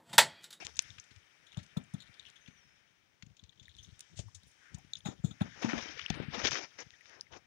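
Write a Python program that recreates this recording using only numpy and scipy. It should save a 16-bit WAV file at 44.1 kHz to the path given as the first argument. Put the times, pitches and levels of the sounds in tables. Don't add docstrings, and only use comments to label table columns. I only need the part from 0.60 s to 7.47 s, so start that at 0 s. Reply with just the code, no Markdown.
import sys
import numpy as np
from scipy import signal
from scipy.fft import rfft, irfft
from scipy.io import wavfile
from scipy.ndimage import uniform_filter1d

SR = 44100
rng = np.random.default_rng(int(sys.argv[2]) if len(sys.argv) > 2 else 0)


def undo_db(level):
    steps = np.asarray(level, float) / 20
    return 10 ** steps


def output_pcm(signal):
    pcm = np.clip(np.atleast_2d(signal).T, -1, 1) * 32767
    wavfile.write(sys.argv[1], SR, np.round(pcm).astype(np.int16))


N = 302869


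def band(x, low_hz, high_hz, order=2):
    edges_hz = [low_hz, np.clip(high_hz, low_hz * 1.05, 0.45 * SR)]
    return signal.sosfilt(signal.butter(order, edges_hz, "band", fs=SR, output="sos"), x)


def octave_band(x, hz, octaves):
    return band(x, hz / 2 ** (octaves / 2), hz * 2 ** (octaves / 2))


def rms_one(x):
    return x / np.sqrt(np.mean(x ** 2) + 1e-20)


def in_time(rows):
    t_s, *columns = np.transpose(rows)
    return [np.interp(np.arange(N) / SR, t_s, column) for column in columns]


def drift(corner_hz):
    pole = np.exp(-2 * np.pi * corner_hz * 20 / SR)
    noise = rng.standard_normal(N // 20 + 2002)
    slow = signal.lfilter([1], [1, -2 * pole, pole * pole], noise)[2000:]
    return np.interp(np.arange(N) / 20, np.arange(len(slow)), rms_one(slow))


def coloured(points):
    hz = np.fft.rfftfreq(N, 1 / SR) + 1
    table_hz, table_db = np.transpose(points)
    density_db = np.interp(np.log(hz), np.log(table_hz), table_db)
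    return irfft(rfft(rng.standard_normal(N)) * undo_db(density_db) * np.sqrt(SR / 2), N)


def resonate(x, resonances):
    for hz, width_hz, boost_db in resonances:
        w = 2 * np.pi * hz / SR
        a = np.sqrt(undo_db(boost_db))
        d = np.sin(w) * width_hz / hz / 2
        middle = -2 * np.cos(w)
        x = signal.lfilter([1 + d * a, middle, 1 - d * a], [1 + d / a, middle, 1 - d / a], x)
    return x


def add(out, start, x):
    skip = max(-start, 0)
    part = x[..., skip:N - start]
    out[..., start + skip:start + skip + part.shape[-1]] += part


def swells(start_s, hold_s, level_db, rise_db_per_s, fall_db_per_s):
    t = np.arange(N) / SR
    rise_db = rise_db_per_s * np.maximum(start_s - t, 0)
    fall_db = fall_db_per_s * np.maximum(t - start_s - hold_s, 0)
    return level_db - rise_db - fall_db


# (f/Hz, density/dB per Hz)
NEAR_ROOM = [(40, -104), (150, -102), (500, -108), (1200, -110), (2200, -108), (4000, -116), (7000, -122),
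             (9500, -134), (12000, -140), (15000, -135)]
FAR_ROOM = [(40, -110), (150, -109), (500, -116), (1200, -119), (2500, -122), (6000, -122), (7700, -130),
            (9500, -126), (10400, -129), (11000, -136), (13800, -136), (14700, -123), (15600, -123)]


def room_tone():
    return np.array([coloured(NEAR_ROOM), coloured(FAR_ROOM)])


# (t/s, level/dB)
FAR_HISS = [(0, -73.5), (.25, -73), (.5, -80), (1.0, -81.5), (1.65, -78), (1.9, -82), (2.5, -94.5),
            (2.95, -98.5), (3.25, -79.5), (3.5, -90), (3.9, -81.5), (4.3, -80.5), (4.6, -83.5), (4.98, -80),
            (5.04, -72.5), (5.22, -73), (5.3, -79.5), (5.8, -78.5), (6.3, -83.5), (6.87, -90.5)]


def far_hiss(mean_treble_db=-86, treble_share=0.68):
    middle_db, = in_time(FAR_HISS)
    treble_db = mean_treble_db + treble_share * (middle_db - middle_db.mean())
    middle = rms_one(band(rng.standard_normal(N), 1100, 4900, order=1)) * undo_db(middle_db)
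    treble = rms_one(band(rng.standard_normal(N), 7970, 10270, order=3))
    return middle + treble * undo_db(treble_db + 0.4 * drift(30))


# (start t/s, hold/s, relative level/dB)
WEIGHT_SHIFTS = [(0, 0.26, -71), (0.816, 0.091, -78), (1.45, 0.62, -83), (2.728, 0.54, -75.5),
                 (3.176, 0.054, -73), (3.508, 0.37, -75.5), (4.133, 0.23, -75.5), (4.464, .04, -64.5),
                 (4.99, 0.34, -64.5), (5.534, 0.028, -67), (5.775, 0.057, -56), (6.1, 0.85, -81.5)]


def rumble(rise_db_per_s=157, fall_db_per_s=104, resting_relative_db=-89, gain_db=7.0, lump_db=7.5):
    events_db = [swells(*row, rise_db_per_s, fall_db_per_s) for row in WEIGHT_SHIFTS]
    level_db = np.maximum(np.max(events_db, axis=0), resting_relative_db) + gain_db
    low = rms_one(band(rng.standard_normal(N), 41, 152))
    return low * undo_db(level_db + lump_db * drift(27.7))


# (crest t/s, level/dB, length/s, f/Hz)
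SNUFFLE_BREATHS = [(4.07, -59, 0.065, 1680), (4.934, -54.5, 0.14, 1740), (6.532, -56.5, 0.043, 1770)]


def snuffles(octaves=0.54, far_relative_db=-30):
    t = np.arange(N) / SR
    noise = rng.standard_normal(N)
    out = 0
    for crest_s, level_db, length_s, hz in SNUFFLE_BREATHS:
        swell = np.exp(-((t - crest_s) / length_s) ** 2)
        out = out + undo_db(level_db) * swell * rms_one(octave_band(noise, hz, octaves))
    return out * undo_db(np.array([[0], [far_relative_db]]))


# (t/s, f/Hz)
WHISTLE_PITCH = [(1.78, 6266), (1.904, 6099), (1.95, 6164), (1.982, 5795), (1.998, 5835), (2.034, 5511),
                 (2.088, 5302), (2.172, 5413), (2.2, 5234)]


def whistle(near_mean_db=-69, far_mean_db=-78.5, facing_db=6, turn_s=2.01, turn_takes_s=0.1, edge_s=0.025, waver_db=2.5):
    hz, = in_time(WHISTLE_PITCH)
    t = np.arange(N) / SR
    phase = 2 * np.pi * np.cumsum(hz * (1 + 0.0019 * drift(60))) / SR
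    start_s, end_s = WHISTLE_PITCH[0][0], WHISTLE_PITCH[-1][0]
    sounding = np.clip(np.minimum(t - start_s, end_s - t) / edge_s, 0, 1)
    turn_db = facing_db * np.clip(2 * (turn_s - t) / turn_takes_s, -1, 1)
    ports_db = np.array([near_mean_db + turn_db, far_mean_db - turn_db])
    return np.sin(phase) * sounding * undo_db(ports_db + waver_db * drift(26))


# (start t/s, hold/s, level/dB)
LICK_SPELLS = [(.92, .09, -66), (1.37, .08, -65), (1.6, .11, -64), (2.78, .15, -72), (3.03, .28, -68)]


def licking(clicks_per_s=160, mouth_hz=3550, mouth_octaves=0.49, size_db=2.5, edge_db_per_s=300, wide_db=-12):
    level_db = np.max([swells(*row, edge_db_per_s, edge_db_per_s) for row in LICK_SPELLS], axis=0)
    sizes = undo_db(size_db * np.minimum(rng.exponential(1, N), 4)) * rng.choice([-1, 1], N)
    clicks = sizes * (rng.random(N) < clicks_per_s / SR) + 1e-18
    ring = rms_one(octave_band(clicks, mouth_hz, mouth_octaves))
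    wide = rms_one(band(clicks, 2700, 11200))
    return undo_db(level_db) * (ring + undo_db(wide_db) * wide)


# (t/s, f/Hz)
POCKET_PITCH = [(0, 6130), (1.5, 6600), (3.2, 6740), (4.3, 6900), (4.5, 7400), (4.72, 7700), (4.9, 7000),
                (5.1, 6800), (5.3, 6100), (5.43, 5740), (5.52, 4730), (5.68, 4860), (5.78, 6200),
                (5.9, 6500), (6.05, 6100), (6.35, 7000), (6.55, 6260), (6.87, 6800)]


def pocket(x, q=1.744, block=256):
    hz, = in_time(POCKET_PITCH)
    out, state = np.zeros(N), np.zeros(2)
    for i in range(0, N, block):
        w = 2 * np.pi * hz[i] / SR
        c, d = np.cos(w), np.sin(w) / (2 * q)
        numerator, denominator = [(1 - c) / 2, 1 - c, (1 - c) / 2], [1 + d, -2 * c, 1 - d]
        out[i:i + block], state = signal.lfilter(numerator, denominator, x[i:i + block], zi=state)
    return out


# (low f/Hz, high f/Hz, crackle/dB, stirring offset/dB, drag offset/dB)
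CLOTH_BANDS = [(259, 1037, 1.5, -7.5, -2.3), (1403, 2505, 0.52, 3, -3.7), (2930, 3710, 3, -6.4, -13.5),
               (4800, 12100, 1.36, -6.5, -6)]
# (t/s, level/dB, brightness/dB per octave)
STIRRING = [(0.0, -57.5, 4.7), (0.13, -67.5, 4), (0.32, -67.5, 4), (0.63, -70.5, 0.7), (1.53, -66.5, -0.8),
            (2.07, -70.5, 0.5), (2.41, -78, 1.4), (2.81, -86.5, 5.5), (3.42, -71, 3.5), (3.73, -79, 7.3),
            (3.94, -72.5, 3.8), (4.15, -69, 1.3), (4.49, -77, 4.8), (4.73, -69.5, 2.7), (4.86, -69.5, 5.3),
            (4.97, -70, 8.6), (5.22, -52, 5.4), (5.53, -63, -3.5), (5.89, -61, 9), (6.02, -71.5, 9),
            (6.14, -68, 3.5), (6.56, -71, 3.7), (6.71, -76, 1), (6.87, -72, -0.5)]
# (start t/s, hold/s, level/dB, weight/dB, brightness/dB per octave)
BEDDING_DRAGS = [(0, 0.0066, -50, -4, -15), (.06, 0.032, -62, 6.5, 2), (0.218, 0.087, -56, -25, -0.7),
                 (4.468, 0.0072, -49.5, 6, -0.5), (4.478, 0.047, -58, 8, 0.5),
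                 (4.855, 0.018, -54, 2.5, -21), (4.964, 0.091, -53, -1, -20), (5.022, 0.041, -44.5, 9, 1.5),
                 (5.088, .03, -36, -3, -2), (5.139, 0.058, -41.5, 1.5, -2.5),
                 (5.227, 0.099, -47, -4.5, -0.5), (5.368, 0.087, -46.5, -27, -1.5),
                 (5.483, 0.061, -47, -25, -1.5), (5.548, 0.09, -48.5, 1, -4.5),
                 (5.63, 0.15, -51.5, -30, -15), (5.734, 0.068, -41, 1, -0.5),
                 (5.794, .05, -40.5, -0.5, -0.5), (5.844, 0.035, -30.5, -4, 1.75),
                 (5.918, 0.058, -36, -4.5, 2), (5.982, 0.062, -45, -1, 1.4), (6.188, 0.031, -45, -4, 0.5),
                 (6.112, .05, -67, -1.5, -6), (6.465, 0.088, -62, 0, 1), (6.564, .03, -62, 3.5, -7),
                 (6.723, 0.048, -55.5, 5.5, 1)]


def rustle_levels(rise_db_per_s=2204, fall_db_per_s=1405, ease_s=0.052, pivot_hz=1900):
    stir_db, stir_tilt_db = in_time(STIRRING)
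    drag_powers = []
    for start_s, hold_s, level_db, *_ in BEDDING_DRAGS:
        slower = 1 + hold_s / ease_s
        drag_db = swells(start_s, hold_s, level_db, rise_db_per_s / slower, fall_db_per_s / slower)
        drag_powers.append(undo_db(drag_db) ** 2)
    levels_db = []
    for low_hz, high_hz, _, stir_offset_db, drag_offset_db in CLOTH_BANDS:
        octaves_up = np.log2(np.sqrt(low_hz * high_hz) / pivot_hz)
        power = undo_db(stir_db + stir_offset_db + stir_tilt_db * max(octaves_up, 0)) ** 2
        for (*_, weight_db, tilt_db), drag_power in zip(BEDDING_DRAGS, drag_powers):
            colour_db = weight_db if octaves_up < -1 else tilt_db * octaves_up
            power = power + drag_power * undo_db(drag_offset_db + colour_db) ** 2
        levels_db.append(10 * np.log10(power))
    return levels_db


# (f/Hz, width/Hz, boost/dB)
CLOTH_MODES = [(1256, 61, 2.26), (1805, 77, 3), (2350, 88, 2.5), (3160, 100, 5), (3750, 48, 0.9),
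               (4380, 1170, -2.5)]


def rustle(grain_db=3.5, slip_db=1.5, quiet_db=-62, loud_db=-40, top_db=-12):
    levels_db = rustle_levels()
    rough = np.clip((levels_db[1] - quiet_db) / (loud_db - quiet_db), 0.1, 1)
    snap_sizes = undo_db(rough * grain_db * np.minimum(rng.exponential(1, N), 6))
    snaps = snap_sizes * rng.standard_normal(N)
    snaps = snaps * undo_db(rough * slip_db * drift(95))
    snaps = snaps / np.sqrt(uniform_filter1d(snaps ** 2, size=2500))
    cloth = 0
    for (low_hz, high_hz, crackle_db, *_), level_db in zip(CLOTH_BANDS, levels_db):
        grains = rms_one(band(snaps, low_hz, high_hz, order=3))
        cloth = cloth + grains * undo_db(level_db + crackle_db * drift(27))
    top = undo_db(levels_db[-1] + top_db) * band(snaps, 7000, 16000, order=1)
    return pocket(pocket(resonate(cloth, CLOTH_MODES))) + top


def bursts(rows, octaves, skirt_db=-17, trail_db=-27, trail_t60_s=0.11, snap_db=6.0, snap_s=0.0028):
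    out, lead = np.zeros((2, N)), 1323
    t = (np.arange(5000) - lead) / SR
    noise = rng.standard_normal((len(rows), 2, len(t)))
    for (start_s, near_db, far_db, hz, ms), (core_noise, skirt_noise) in zip(rows, noise):
        length_s = max(ms, 0.3) / 1000
        swell = np.where(t < 0, np.exp(-(t / (0.2 * length_s)) ** 2), np.exp(-t / (0.63 * length_s)))
        trail = (t > 0) * undo_db(trail_db - 60 * np.abs(t) / trail_t60_s)
        swell = 0.5 * (swell + trail)
        snap = octave_band((t == 0) + 1e-18, hz, octaves)
        snap = snap / np.abs(snap).max() * undo_db(snap_db) * np.exp(-length_s / snap_s)
        core = rms_one(octave_band(core_noise, hz, octaves))
        core = core * np.sqrt(np.sum(swell ** 2) / np.sum((swell * core) ** 2))
        near = core + undo_db(skirt_db) * rms_one(band(skirt_noise, 1000, 18000, order=1))
        far = core + undo_db(skirt_db + 11.5) * rms_one(band(skirt_noise, 1500, 21000, order=1))
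        sound = swell * np.array([near, far]) + snap
        add(out, round(start_s * SR) - lead, undo_db(np.array([[near_db], [far_db]])) * sound)
    return out


# (t/s, near level/dB, far level/dB, f/Hz, length/ms)
NARROW_BURSTS = [(0.015, -36.5, -61, 2460, 33), (.022, -42, -73.5, 717, 1.6),
                 (0.157, -41.5, -69, 6500, 1.8), (0.303, -36, -81, 3530, 2.1), (0.398, -28, -69, 5820, 2),
                 (0.869, -47, -64, 3600, 14), (0.919, -45, -72, 3420, 2.9), (.945, -46, -74, 3120, 11),
                 (.975, -42, -71, 3850, 16), (1.172, -35, -44.5, 3750, 10), (1.238, -50.5, -81, 7400, 3.3),
                 (1.344, -45, -73, 3600, 11), (1.404, -37, -61, 3840, 9), (1.421, -43, -58, 3800, 13),
                 (1.475, -51, -77, 3860, 9.1), (1.541, -46, -77, 4570, 5.5), (1.596, -32, -74, 3700, 3.9),
                 (1.652, -40, -65, 2900, 1.9), (1.663, -39.5, -78, 3040, 15), (1.76, -45.5, -67, 3340, 19),
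                 (1.861, -44, -82, 2950, 8.4), (1.908, -50, -86, 3280, 2.5), (2.794, -43.5, -88, 3600, 5.2),
                 (2.893, -43, -82, 3630, 7.4), (2.975, -54, -90, 3260, 7.3), (2.997, -42, -73, 3500, 11),
                 (3.055, -45, -87, 3720, 10), (3.081, -42, -54.5, 2000, 3.6), (3.092, -46, -70, 3600, 8.8),
                 (3.15, -46, -85, 3600, 4.0), (3.187, -40.5, -69, 3420, 24), (3.233, -47, -61, 5930, 25),
                 (3.246, -45.5, -73, 3600, 12), (3.59, -44.5, -60, 590, 5.5), (3.683, -49, -63, 1010, 5.1),
                 (3.757, -54, -83, 3600, 6.4), (3.833, -45.5, -58, 3900, 4.7), (4.177, -51, -84, 790, 17),
                 (4.185, -48, -55, 6900, 3.4), (4.334, -20.5, -47, 3720, 2), (4.354, -28, -54, 3600, 4.4),
                 (4.387, -71, -65, 9600, 10), (4.405, -45, -79, 3350, 1.8), (4.46, -35.5, -60, 3600, 38),
                 (4.46, -37.5, -51.5, 782, 36), (4.462, -34, -61, 7440, 42), (4.648, -31.5, -70, 8000, 50),
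                 (4.65, -43.5, -54, 3700, 32), (4.711, -40, -61, 3550, 13.5),
                 (4.818, -32.5, -50.5, 3590, 7.6), (4.818, -30.5, -59, 765, 5), (5.502, -30, -76, 743, 3.9),
                 (5.394, -29, -70, 3000, 6.9), (5.414, -31, -64, 3060, 2.9), (5.461, -23, -61, 2960, 3.3),
                 (5.63, -46, -80, 5470, 3.0), (5.554, -63, -68.5, 8950, 27), (6.119, -50.5, -67, 1540, 4.3),
                 (6.202, -36, -86, 6500, 5.3), (6.337, -46.5, -90, 1830, 18), (6.409, -43, -61, 2010, 6.4),
                 (6.609, -25.5, -46.5, 5170, 0.99), (6.667, -47, -95, 1980, 4.2)]
# (t/s, near level/dB, far level/dB, middle f/Hz, length/ms)
WIDE_BURSTS = [(.049, -30.5, -74, 4550, 8.4), (.067, -22, -51, 3800, 0.7), (.092, -49, -63, 3270, 4.8),
               (.168, -32.5, -78, 4800, 8.8), (.191, -7.5, -32, 4100, 1.1), (.191, -33.5, -53, 2200, 4.7),
               (.223, -56, -40, 7540, 1.4), (.383, -37, -68, 2680, 10.5), (.44, -48.5, -72, 4270, 9.0),
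               (.51, -47.5, -84, 2900, 19), (.561, -43.5, -83, 3140, 5.3), (.928, -46, -64, 2380, 11),
               (.971, -35, -57, 4150, 2.8), (.977, -51, -58, 650, 14), (1.174, -40, -57, 594, 14),
               (1.342, -65, -63, 617, 15), (3.592, -42.5, -70, 413, 22), (.991, -43.5, -73, 2690, 26),
               (1.032, -47.5, -61, 3900, 15), (1.063, -48, -66, 4000, 5.6), (1.17, -40.5, -48, 3240, 4.4),
               (1.338, -41, -57, 7800, 7.2), (1.685, -46.5, -65, 2360, 20), (1.7, -40, -58, 4800, 0.66),
               (1.877, -43.5, -73, 2730, 14), (2.624, -35, -74, 3100, 5.9), (2.664, -48, -90, 4170, 4.2),
               (2.7, -58, -90, 2700, 8.2), (2.768, -48, -85, 3960, 9.8), (2.837, -42.5, -88, 3980, 6.3),
               (2.927, -52, -86, 2600, 6.2), (3.029, -50, -76, 3880, 14), (3.166, -43.5, -62, 4630, 1.9),
               (3.393, -32, -47, 7000, 0.44), (3.406, -29.5, -43.5, 6100, 2.8), (3.559, -50, -70, 3400, 9),
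               (3.575, -39.5, -77, 4860, 38), (3.591, -33, -73, 4600, 18.3), (3.749, -36, -79, 6200, 16),
               (3.875, -64, -67, 8100, 46), (3.915, -52, -69, 6600, 3.7), (4.145, -35, -86, 5600, 8.4),
               (4.247, -56, -90, 3000, 14), (4.369, -39, -79, 4300, 16), (4.457, -31, -56, 2310, 6.4),
               (4.81, -36.5, -56, 2130, 31), (5.029, -29.5, -56.5, 2290, 43),
               (5.131, -20.5, -61, 1300, 2.6), (5.179, -26.5, -88, 2580, 8), (5.377, -36, -76, 2580, 8.4),
               (5.393, -22.5, -64, 2150, 3.9), (5.501, -16.5, -39.5, 3150, 3.5),
               (5.543, -35.5, -80, 2550, 14), (5.601, -39, -76, 840, 5), (5.624, -37.5, -67, 1710, 6.7),
               (5.745, -28.5, -78, 2700, 19), (5.85, -19, -79, 3200, 1.9), (5.871, -12, -83, 3300, 5.6),
               (5.909, -17, -55, 5100, 1.9), (5.917, -18.5, -72, 2400, 1.5), (5.955, -22, -72, 1820, 9.1),
               (6.054, -36, -83, 3100, 2.1), (6.305, -39.5, -66, 2880, 1), (6.456, -39.5, -90, 2360, 2.5),
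               (6.495, -43, -57, 3600, 2.2), (6.597, -46, -89, 2800, 0.51), (6.734, -39, -87, 1900, 12),
               (6.763, -42, -88, 1620, 0.59)]


def contacts(narrow_octaves=0.24, wide_octaves=1.47, overtone_ratio=1.87, overtone_db=-14):
    overtones = np.array(NARROW_BURSTS) * [1, 1, 1, overtone_ratio, 1] + [0, overtone_db, overtone_db, 0, 0]
    narrow = bursts(NARROW_BURSTS, narrow_octaves) + bursts(overtones, narrow_octaves / 2)
    return narrow + bursts(WIDE_BURSTS, wide_octaves)


# (t/s, near level/dB, far port softer by/dB, f/Hz, length/ms)
PAW_THUMPS = [(0.025, -45.5, -1, 380, 7.3), (0.051, -41, 29, 96.6, 7.2), (0.113, -58, 24, 76, 86),
              (0.178, -53, 20, 73, 30), (0.308, -48.5, 18, 99, 21), (0.387, -48.5, 28, 103, 11),
              (0.515, -44, 31, 103, 2.5), (0.573, -48, 26, 94, 23), (0.978, -25, 10, 144, 10.5),
              (1.011, -51.5, 5, 80.4, 26), (1.174, -21, 9.5, 174, 9), (1.206, -43.5, 10, 75.6, 17),
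              (1.233, -53, 7, 130, 21), (1.345, -25, 11, 171, 8.9), (1.885, -38, 47.5, 158, 4.4),
              (2.633, -35.5, 34, 98, 4.8), (2.669, -40, 30, 115, 4.2), (2.705, -51, 21, 105, 23),
              (2.843, -48, 24, 83, 17), (3.096, -53, 27, 82, 38), (3.161, -53, 20, 66.6, 21),
              (3.196, -45, 24, 80, 13), (3.229, -61, 23, 101, 130), (3.292, -49, 23, 83, 15),
              (3.327, -44, 38, 110, 12), (3.526, -56, 5, 173, 28), (3.575, -43, 22, 102, 15),
              (3.595, -26.5, 29, 90, 7.6), (3.67, -42, 43, 104, 40), (3.766, -48, 35, 91, 45),
              (4.148, -29.5, 51, 116, 6.7), (4.181, -43, 32, 122, 4.3), (4.248, -41.5, 22, 96, 2.4),
              (4.269, -55, 24, 124, 11), (4.463, -26, 9.5, 181, 11.4), (4.487, -23.5, 10.5, 232, 3.1),
              (4.647, -15, 21.5, 158, 8.5), (4.714, -34, 7.5, 166, 6.1), (4.816, -16.5, 6, 191, 7.1),
              (4.858, -36, 21, 200, 4.2), (5.047, -17, 9.5, 247, 5.9), (5.082, -30, 11, 229, 46),
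              (5.136, -19.5, 8, 282, 5.4), (5.16, -34.5, 10, 230.6, 67), (5.258, -36.5, 15, 336, 4.1),
              (5.298, -43, 20, 310, 15), (5.371, -45, 25, 477, 9.8), (5.435, -48, 41, 101, 9.8),
              (5.504, -15, 70, 144, 3.8), (5.542, -57, 41, 268, 14), (5.574, -34.5, 50, 297, 8),
              (5.601, -17, 48, 188, 1.74), (5.685, -25.5, 40, 155, 6.9), (5.754, -38, 37, 390, 13),
              (5.779, -31.5, 24, 232, 12), (5.852, -23.5, 57, 376, 4.5), (5.929, -35.5, 42, 129, 10.6),
              (5.973, -42, 33, 383, 31), (5.998, -47, 40, 380, 47), (6.026, -45.5, 40, 316, 5.9),
              (6.725, -50.5, 41, 81, 21), (6.766, -60, 24, 345, 24)]
# (f/Hz, width/Hz, boost/dB)
WALL_MODES = [(406, 44, -10), (606, 91, 24), (787, 53, 10), (940, 57, -2), (1330, 99, 24.5)]


def thumps(ring_db=-19, ring_t60_s=0.24, slap_db=-20, slap_t60_s=0.057, knock_db=-16, knock_t60_s=0.15, muffle_ratio=1.28):
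    out, lead = np.zeros((2, N)), 1764
    t = (np.arange(9000) - lead) / SR
    noise = rng.standard_normal((len(PAW_THUMPS), 2, len(t)))
    for (start_s, level_db, softer_db, hz, ms), (ring_noise, wall_noise) in zip(PAW_THUMPS, noise):
        spread_s = ms / 2700
        push = np.exp(-0.5 * (t / spread_s) ** 2) * -np.cos(2 * np.pi * hz * t + 0.83)
        since_s = np.maximum(t + 3.1 * spread_s, 0)
        ring = rms_one(band(ring_noise, 0.42 * hz, 1.346 * hz)) * undo_db(ring_db - 60 * since_s / ring_t60_s)
        slap = undo_db(slap_db - 60 * since_s / slap_t60_s)
        knock = undo_db(knock_db - 60 * since_s / knock_t60_s)
        wall = rms_one(resonate(band(wall_noise, 380, 1900), WALL_MODES))
        wall = wall * (slap + knock) * undo_db(-muffle_ratio * softer_db)
        sound = push + ring * np.minimum(since_s / spread_s, 1) + wall * np.minimum(since_s / 0.0016, 1)
        add(out, round(start_s * SR) - lead, undo_db(level_db) * sound * undo_db(np.array([[0], [-softer_db]])))
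    return out


# (f/Hz, width/Hz, boost/dB)
NEAR_PORT_MODES = [(3600, 570, 4), (4800, 4000, -7), (6900, 1820, 15)]
FAR_PORT_MODES = [(5560, 400, 13.5), (9460, 1400, 17.5), (12400, 2100, -19), (15000, 1400, 8)]


def through_ports(x):
    return np.array([resonate(x[0], NEAR_PORT_MODES), resonate(x[1], FAR_PORT_MODES)])


# (t/s, level/dB)
CLOTH_COVER = [(0, -6.5), (1.5, -5.5), (2.4, -14.5), (3.4, -6), (4.16, -8.5), (4.3, -53), (5.5, -46),
               (6.87, -36)]


def muffle(x, top_db=-6, top_share=0.4):
    treble_db, = in_time(CLOTH_COVER)
    body = signal.sosfilt(signal.cheby2(7, 65, 9700, fs=SR, output="sos"), x)
    treble = undo_db(treble_db) * band(x, 7070, 10100, order=2)
    top = undo_db(top_db + top_share * treble_db) * band(x, 14400, 15800, order=3)
    return body + treble + top


def scene(near_lag_s=0.00105):
    near, far = thumps() + whistle() + snuffles() + through_ports(contacts())
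    near = muffle(near + licking() + rustle() + rumble())
    near = np.interp(np.arange(N) - near_lag_s * SR, np.arange(N), near)
    return np.array([near, far + far_hiss()]) + room_tone()


def low_pass(x):
    return signal.sosfilt(signal.butter(12, 16830, fs=SR, output="sos"), x)


def record(dry):
    no_bass = signal.sosfilt(signal.butter(3, 58, "high", fs=SR, output="sos"), dry)
    mix = signal.sosfilt(signal.ellip(10, 0.5, 60, 15750, fs=SR, output="sos"), no_bass)
    return low_pass(mix)


dry = scene()
out = record(dry)
output_pcm(out)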